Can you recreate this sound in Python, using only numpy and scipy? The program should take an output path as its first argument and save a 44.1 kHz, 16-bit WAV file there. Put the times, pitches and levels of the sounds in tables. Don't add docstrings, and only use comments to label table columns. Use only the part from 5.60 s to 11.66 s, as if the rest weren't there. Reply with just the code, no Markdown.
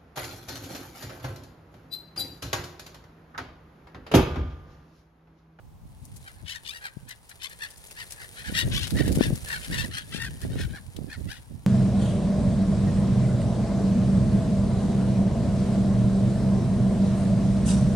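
import sys
import numpy as np
from scipy import signal
from scipy.fft import rfft, irfft
from scipy.io import wavfile

SR = 44100
rng = np.random.default_rng(int(sys.argv[2]) if len(sys.argv) > 2 else 0)


def to_wav(sig):
    pcm = np.clip(np.atleast_2d(sig), -1, 1) * 32767
    pcm = np.round(pcm).astype(np.int16)
    wavfile.write(sys.argv[1], SR, pcm.T)


N = 267378
T = np.arange(N) / SR

# (peak time [s], length [s], pitch [Hz], roughness [0-1], level [dB], beak opening [dB])
CALLS = [(0.682, 0.0524, 794.5, 0.33, -48.5, -5.5), (0.793, 0.0523, 698, 0.11, -63, -16),
         (0.909, 0.0832, 950, 0.41, -37.5, 11), (0.961, 0.0465, 920, 0.37, -41.5, 3.5),
         (1.094, 0.0714, 1091, 0.06, -37.5, 15), (1.161, 0.07, 939, 0.14, -44.5, 1.5),
         (1.257, 0.0692, 808, 0.45, -39.5, -6), (1.511, 0.047, 1014, 0.46, -44, 2),
         (1.715, 0.0368, 796.3, 0.27, -52, -2), (1.846, 0.0619, 1021, 0.44, -37, 9.5),
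         (1.921, 0.048, 920, 0.8, -50.5, -2.5), (2.038, 0.0689, 878.3, 0.34, -37, -2),
         (2.404, 0.0662, 989, 0.38, -40.5, -0.5), (2.619, 0.0878, 764, 0.42, -46.5, -10),
         (2.797, 0.0597, 759, 0.68, -43.5, -0.5), (2.876, 0.0579, 884.6, 0.7, -39.5, 0),
         (2.991, .08, 917.5, 0.53, -25, 7), (3.165, 0.0782, 1067, 0.5, -30, 13),
         (3.232, 0.082, 945, 0.71, -34.5, 13), (3.393, .065, 986, .4, -34.5, -3),
         (3.471, 0.0633, 891.2, 0.9, -42.5, 2), (3.638, 0.0758, 904.2, 0.54, -32.5, 3),
         (3.932, 0.1029, 900, 0.6, -34, -4), (4.049, 0.0585, 768, 0.62, -43.5, 6.5),
         (4.145, .06, 967.7, 0.52, -34, 1.5), (4.199, 0.0846, 875, 0.72, -32, 5),
         (4.247, 0.0433, 979, 0.14, -40.5, -2.5), (4.373, 0.102, 847.7, .55, -36, 4.5),
         (4.562, 0.0752, 852.5, 0.34, -37.5, 7), (4.637, 0.0979, 916, 0.34, -35.5, 0),
         (4.84, 0.0613, 903.3, 0.83, -50.5, -2.5), (4.933, 0.054, 746, 0.13, -53, 2),
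         (5.013, 0.088, 804, 0.78, -40, 3.5), (5.163, 0.0472, 802.8, 0.2, -45.5, -6.5),
         (5.53, .06, 855.2, 0.1, -43.5, -5), (5.718, .058, 813.8, 0.11, -41.5, 2),
         (5.769, 0.056, 906, 0.76, -51.5, 7.5)]
# (frequency [Hz], width [Hz], gain [dB], gain per beak opening [dB/dB])
FORMANTS = [(770, 840, -20, -1.33), (1836, 812, 6, -0.1), (3151.5, 1560, 0.5, 0.912),
            (4217, 860, -2, 0.046), (5383, 2230, -10.5, 0.697), (9470, 4700, -14.5, 0.603)]
# (time [s], lead of the left port [ms])
LEFT_LEAD = [(.7, 0.2717), (1.9, 0.222), (2.95, 0.239), (3.4, 0.035), (3.7, 0.2764), (4.2, 0.244),
             (4.65, 0.075), (5.7, -0.069)]
# (frequency [Hz], gain [dB])
RIGHT_CALL_RESPONSE = [(500, 10), (1700, 10.5), (2700, -2.5), (4000, 1), (6000, 4.5), (9500, 8),
                       (13000, 2.5)]
# (time [s], level [dB], body [dB])
IMPACTS = [(0.45, -36, -28), (0.5631, -34, -22.5), (1.487, -31, -25.5), (1.693, -33.5, -15.5),
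           (1.833, -29.5, -25), (1.892, -36.5, -19), (2.1065, -33.5, -14.5), (2.1729, -36.5, -36.5),
           (2.267, -35, -28.5), (2.3095, -31.5, -11), (2.5056, -28.5, -13.5), (2.522, -25, -17),
           (3.268, -22.5, -6.5), (3.3047, -23.5, -6.5), (3.478, -26, -12.5), (3.5177, -23, -13.5),
           (3.5517, -22.5, -10.5), (3.7549, -27, -18), (3.8834, -24, -9.5), (4.3799, -28, -8),
           (4.8144, -29.5, -9.5), (5.363, -31, -7)]
# (time [s], level [dB])
SPRAY_LEVEL = [(0.0, -99.5), (0.37, -69.5), (0.61, -60), (0.94, -70.5), (1.04, -60), (1.57, -67.5),
               (1.99, -58.5), (3.29, -49), (4.08, -48.5), (4.34, -56), (5.08, -57.5), (5.33, -63),
               (5.65, -59), (6.06, -68)]
# (frequency [Hz], level [dB])
SPRAY_SPECTRUM = [(250, -6.5), (500, 2), (1000, -9), (2000, 0), (4000, -1), (6500, -5.5), (9200, 2),
                  (12000, -3.5), (15500, -13)]
# (frequency [Hz], gain [dB])
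RIGHT_SPRAY_RESPONSE = [(1200, 3.5), (2600, -4.5), (5000, -2), (9000, 5.5), (13000, -13)]
# (time [s], level [dB])
BREEZE_LEVEL = [(0, -46.5), (.6, -49.5), (1.15, -59), (2.2, -56), (2.8, -52), (3.3, -38), (3.9, -43),
                (4.4, -43), (5.25, -47), (6.06, -46)]
# (start [s], hold [s], level [dB], left minus right [dB])
GUST_EVENTS = [(0.44, 0.125, -46.5, 1.5), (0.81, 0.023, -43, 16), (1.427, 0.043, -45.5, -9),
               (2.882, 0.228, -35.5, -6), (3.034, 0.1245, -28, -1.5), (3.177, 0.064, -41, 10),
               (3.34, 0.182, -24, -7.5), (3.556, 0.171, -26, 0.5), (4.101, 0.0224, -26.5, 0),
               (4.176, 0.1095, -35.5, -11), (4.556, 0.0133, -30.5, 5.5), (4.641, 0.0982, -37, 3),
               (4.839, 0.176, -29.5, -3.5), (5.04, 0.088, -35.5, 4), (5.365, 0.1128, -34.5, -16),
               (5.581, 0.0875, -32, -15.5), (5.91, 0.042, -38.5, -15)]
# (frequency [Hz], level [dB])
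LARGE_EDDIES = [(20, -24.5), (45, 2.5), (80, 4.5), (140, 1), (220, -9), (350, -24.5), (600, -46.5),
                (1200, -51.5)]
# (frequency [Hz], level [dB])
SMALL_EDDIES = [(60, -10.5), (150, 1.5), (260, 1), (400, -8), (650, -16), (1000, -37.5), (2000, -56)]
# (time [s], peak level [dB], base frequency [Hz], left minus right [dB])
VORTICES = [(1.371, -21.5, 120, 22), (2.925, -18, 139.2, 17), (3.449, -14, 110.9, 3),
            (3.479, -9.5, 218, -36), (3.574, -6.5, 171.6, 14), (3.61, 0, 236, 33.5), (3.706, -13, 192.5, 2),
            (3.730, -9.5, 100.9, 15), (4.548, -17.5, 165, 20.5), (4.851, -17.5, 233, 21),
            (4.958, -16.5, 215, -22), (5.389, -18, 205, -30), (5.444, -20.5, 146, -30.5)]
# (frequency [Hz], level [dB])
HUM_SPECTRUM = [(30, 2), (120, -0.5), (300, -13.5), (600, -12), (900, -8), (1400, -19.5), (2500, -25),
                (6000, -28.5), (15000, -30.5)]


def gulls(gain_db=-2, pan_db=10, peak_share=.54, glide_per_beak_db=.0235):
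    out = np.zeros((2, N))
    for peak, length, pitch_hz, rough, db, beak_db in CALLS:
        start = peak - peak_share * length
        rattle_hz = 71.6 * np.exp(.1213 * rng.standard_normal())
        glide = glide_per_beak_db * beak_db
        call = squawk(start, peak, start + length, pitch_hz, glide, rattle_hz, rough, beak_db)
        lag = int(round(np.interp(start, *np.transpose(LEFT_LEAD)) * SR / 1000))
        ports = np.array([river_reflection(call), np.roll(river_reflection(call), lag)])
        add(out, start - .02, ports * sides(pan_db) * undb(db + gain_db))
    return np.array([out[0], colour(out[1], RIGHT_CALL_RESPONSE)])


def squawk(start, peak, end, pitch_hz, glide, rattle_hz, rough, beak_db, arch=.16, edge_db=-19):
    t = start + np.arange(int((end - start + .04) * SR)) / SR - .02
    n = len(t)
    position = np.clip(2 * (t - start) / (end - start) - 1, -1, 1)
    turns = np.cumsum(rattle_hz * (1 + .18 * walk(70, n))) / SR
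    angle = 2 * np.pi * (turns - np.interp(peak, t, turns))
    rattle = np.cos(angle + .45 * (1 - np.cos(angle)))
    wobble = .015 * rattle + .028 * walk(110, n)
    jitter = .04534 * (.113 + rough) * walk(691.1, n)
    hz = pitch_hz * (1 + glide * position - arch * position ** 2 + wobble + jitter)
    phase = 2 * np.pi * np.cumsum(hz) / SR
    orders = np.arange(1, 17)[:, None]
    pulses = unit(np.cos(orders * phase - .293 * orders ** 2).sum(axis=0))
    pulses *= 1 + rough * (.296 * np.cos(phase / 2) + .88 * walk(602.2, n))
    rasp = .974 * (.265 + rough) * rng.standard_normal(n) * (1 + 1.14 * np.cos(phase))
    contour_db = np.interp(t, [t[0], start, peak, end, t[-1]], [-55, edge_db, 0, edge_db, -55])
    swell = undb(contour_db * (.4324 + .101 * position ** 2))
    depth = np.clip(.816 - .838 * rough, 0, 1)
    source = (pulses + rasp) * swell * (1 + depth * rattle) * undb(1.5 * walk(90, n))
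    return throat(source, pitch_hz, beak_db, position)


def throat(source, pitch_hz, beak_db, position, leak_db=-23, core_hz=4500):
    n = len(source)
    f = np.maximum(np.fft.rfftfreq(n, 1 / SR), 1) * (900 / pitch_hz) ** .164
    tunings = 1 + .02 * rng.standard_normal(len(FORMANTS))
    power = undb(leak_db) ** 2 / (1 + (pitch_hz / f) ** 4)
    for (hz, width, db, beak_share), tuning in zip(FORMANTS, tunings):
        detuning = (f ** 2 - (hz * tuning) ** 2) / (f * width)
        power += undb(db + beak_share * beak_db) ** 2 / (1 + detuning ** 2) ** 2
    spectrum = rfft(source) * np.sqrt(power)
    core = irfft(spectrum / (1 + (f / core_hz) ** 8), n)
    treble = irfft(spectrum, n) - core
    return unit(core + treble * undb(2.5 - 6 * position ** 2))


def river_reflection(call, reflectance=.748):
    i = np.arange(len(call))
    delay = SR * rng.uniform(.0007, .003) * np.linspace(1, rng.uniform(.8, 1.2), len(call))
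    return unit(call + reflectance * np.interp(i - delay, i, call))


def slaps(gain_db=-23, t60=.0445, rise_s=.0028, pan_db=6):
    out = np.zeros((2, N))
    t = T[:SR // 8] - .015
    swell = np.where(t < 0, np.exp(np.minimum(t, 0) / rise_s), undb(-60 * t / t60))
    for time, db, body_db in IMPACTS:
        crackle = rng.standard_normal((2, len(t))) * undb(5 * walk(920.3, len(t)))
        body = [(200, body_db - 14), (600, body_db), (3500, body_db + 10.5)]
        burst = colour(crackle, body + [(6500, -2.5), (11000, -.5), (15500, -16)])
        add(out, time + t[0] + rise_s, unit(burst * swell) * undb(db + gain_db) * sides(pan_db))
    return out


def spray(gain_db=5, drops_per_s=900, fizz_db=-5, pan_db=2):
    sizes = undb(3 * np.minimum(rng.exponential(size=N), 5))
    drops = (rng.random(N) < drops_per_s / SR) * sizes * rng.choice([-1, 1], N)
    drops = unit(np.array([drops, np.roll(drops, 8)]))
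    fizz = undb(fizz_db) * rng.standard_normal((2, N))
    patter = unit(colour(drops + fizz, SPRAY_SPECTRUM))
    patter[1] = colour(patter[1], RIGHT_SPRAY_RESPONSE)
    level_db = np.interp(T, *np.transpose(SPRAY_LEVEL)) + gain_db + 1.305 * walk(45, N)
    return patter * undb(level_db) * sides(pan_db)


def bubbles(gain_db=7, spread_db=3, centre_hz=4500, octaves=.862, decay_cycles=9, count=110):
    out = np.zeros((2, N))
    t = T[:SR // 30]
    for when, pitch, strength, side in rng.random((count, 4)):
        time = .4 + when * (T[-1] - .4)
        turns = t * centre_hz * 2 ** (octaves * (2 * pitch - 1))
        rise = 1 + .1315 * np.tanh(turns / decay_cycles / 4)
        ring = np.sin(2 * np.pi * turns * rise) * np.exp(-turns / decay_cycles)
        level_db = np.interp(time, *np.transpose(SPRAY_LEVEL)) + gain_db + spread_db * (2 * strength - 1)
        add(out, time, ring * undb(level_db) * sides(10 * (side - .5) + 2))
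    return out


def river_echo(x, near_db=-10, near_t60=.048, far_db=-26, far_t60=.566):
    t = T[:SR]
    ripples = rng.standard_normal((2, SR)) * undb(-60 * t / near_t60) * (t > .002)
    banks = colour(rng.standard_normal((2, SR)), [(1800, 2), (4000, -4), (10000, -8)])
    banks *= undb(-60 * t / far_t60) * (t > .02)
    response = (undb(near_db) * unit(ripples) + undb(far_db) * unit(banks)) / np.sqrt(SR)
    return signal.fftconvolve(x, response, axes=1)[:, :N]


def wind(large_flutter_db=3.5, small_flutter_db=5.5, small_growth=1.431):
    out = []
    for db in wind_level():
        large = unit(colour(rng.standard_normal(N) * undb(large_flutter_db * walk(35, N)), LARGE_EDDIES))
        small = unit(colour(rng.standard_normal(N) * undb(small_flutter_db * walk(90, N)), SMALL_EDDIES))
        small_db = -35.5 + small_growth * (db + 29.5)
        out.append(large * undb(db) + small * undb(small_db))
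    return np.array(out)


def wind_level(rise_s=.01785, fall_s=.0384):
    power = undb(np.interp(T, *np.transpose(BREEZE_LEVEL))) ** 2
    for start, hold, db, pan_db in GUST_EVENTS:
        swell = np.exp(np.minimum(T - start, 0) / rise_s - np.maximum(T - start - hold, 0) / fall_s)
        power = power + (undb(db) * swell * sides(pan_db)) ** 2
    return 10 * np.log10(power)


def buffets(gain_db=-3, decay_cycles=.578):
    out = np.zeros((2, N))
    t = T[:SR // 10] - .03
    for time, db, hz, pan_db in VORTICES:
        turns = t * hz
        envelope = np.exp(-np.abs(turns) / (decay_cycles * np.where(t < 0, .4, 1)))
        swing = np.cos(2 * np.pi * (turns + .1012 * np.tanh(5.97 * turns)))
        add(out, time + t[0], undb(db + gain_db) * envelope * swing * sides(pan_db))
    return out


def far_gulls(db=-58, spread_db=2, length_s=.054, count=14):
    out = np.zeros((2, N))
    for peak in np.linspace(2.4, 5.1, count) + rng.uniform(-.1, .1, count):
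        detune, strength = rng.standard_normal(2)
        start, end = peak - length_s / 2, peak + length_s / 2
        pitch_hz = 830 * np.exp(.092 * detune)
        call = squawk(start, peak, end, pitch_hz, glide=0, rattle_hz=71.6, rough=.412, beak_db=-4)
        ports = np.array([river_reflection(call), river_reflection(call)])
        add(out, start, ports * undb(db + spread_db * strength))
    return out


def far_hum(db=-58):
    shared = rng.standard_normal(N)
    separate = 1.83 * rng.standard_normal((2, N))
    return undb(db) * unit(colour(shared + separate, HUM_SPECTRUM))


def undb(db):
    return 10 ** (np.asarray(db) / 20)


def unit(x):
    return x / np.sqrt(np.mean(x ** 2))


def sides(db):
    gains = undb(np.array([np.atleast_1d(db), -np.atleast_1d(db)]) / 2)
    return gains / np.sqrt(np.mean(gains ** 2, axis=0))


def colour(x, points):
    hz, db = np.transpose(points)
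    f = np.maximum(np.fft.rfftfreq(x.shape[-1], 1 / SR), 1)
    gain = undb(np.interp(np.log(f), np.log(hz), db))
    return irfft(rfft(x) * gain, x.shape[-1])


def walk(rate, size):
    position = np.arange(size) * rate / SR
    knots = rng.standard_normal(int(position[-1]) + 2)
    return 1.2 * np.interp(position, np.arange(len(knots)), knots)


def add(out, time, x):
    i = max(int(time * SR), 0)
    out[:, i:i + x.shape[-1]] += x[:, :N - i]


def scene():
    squabble = gulls() + far_gulls() + slaps() + bubbles()
    return squabble + river_echo(squabble) + spray() + wind() + buffets() + far_hum()


def record(dry):
    highpass = signal.butter(2, 22, "high", fs=SR, output="sos")
    lowpass = signal.ellip(10, .2, 80, 15900, fs=SR, output="sos")
    return signal.sosfilt(lowpass, signal.sosfilt(highpass, dry))


dry = scene()
out = record(dry)
to_wav(out)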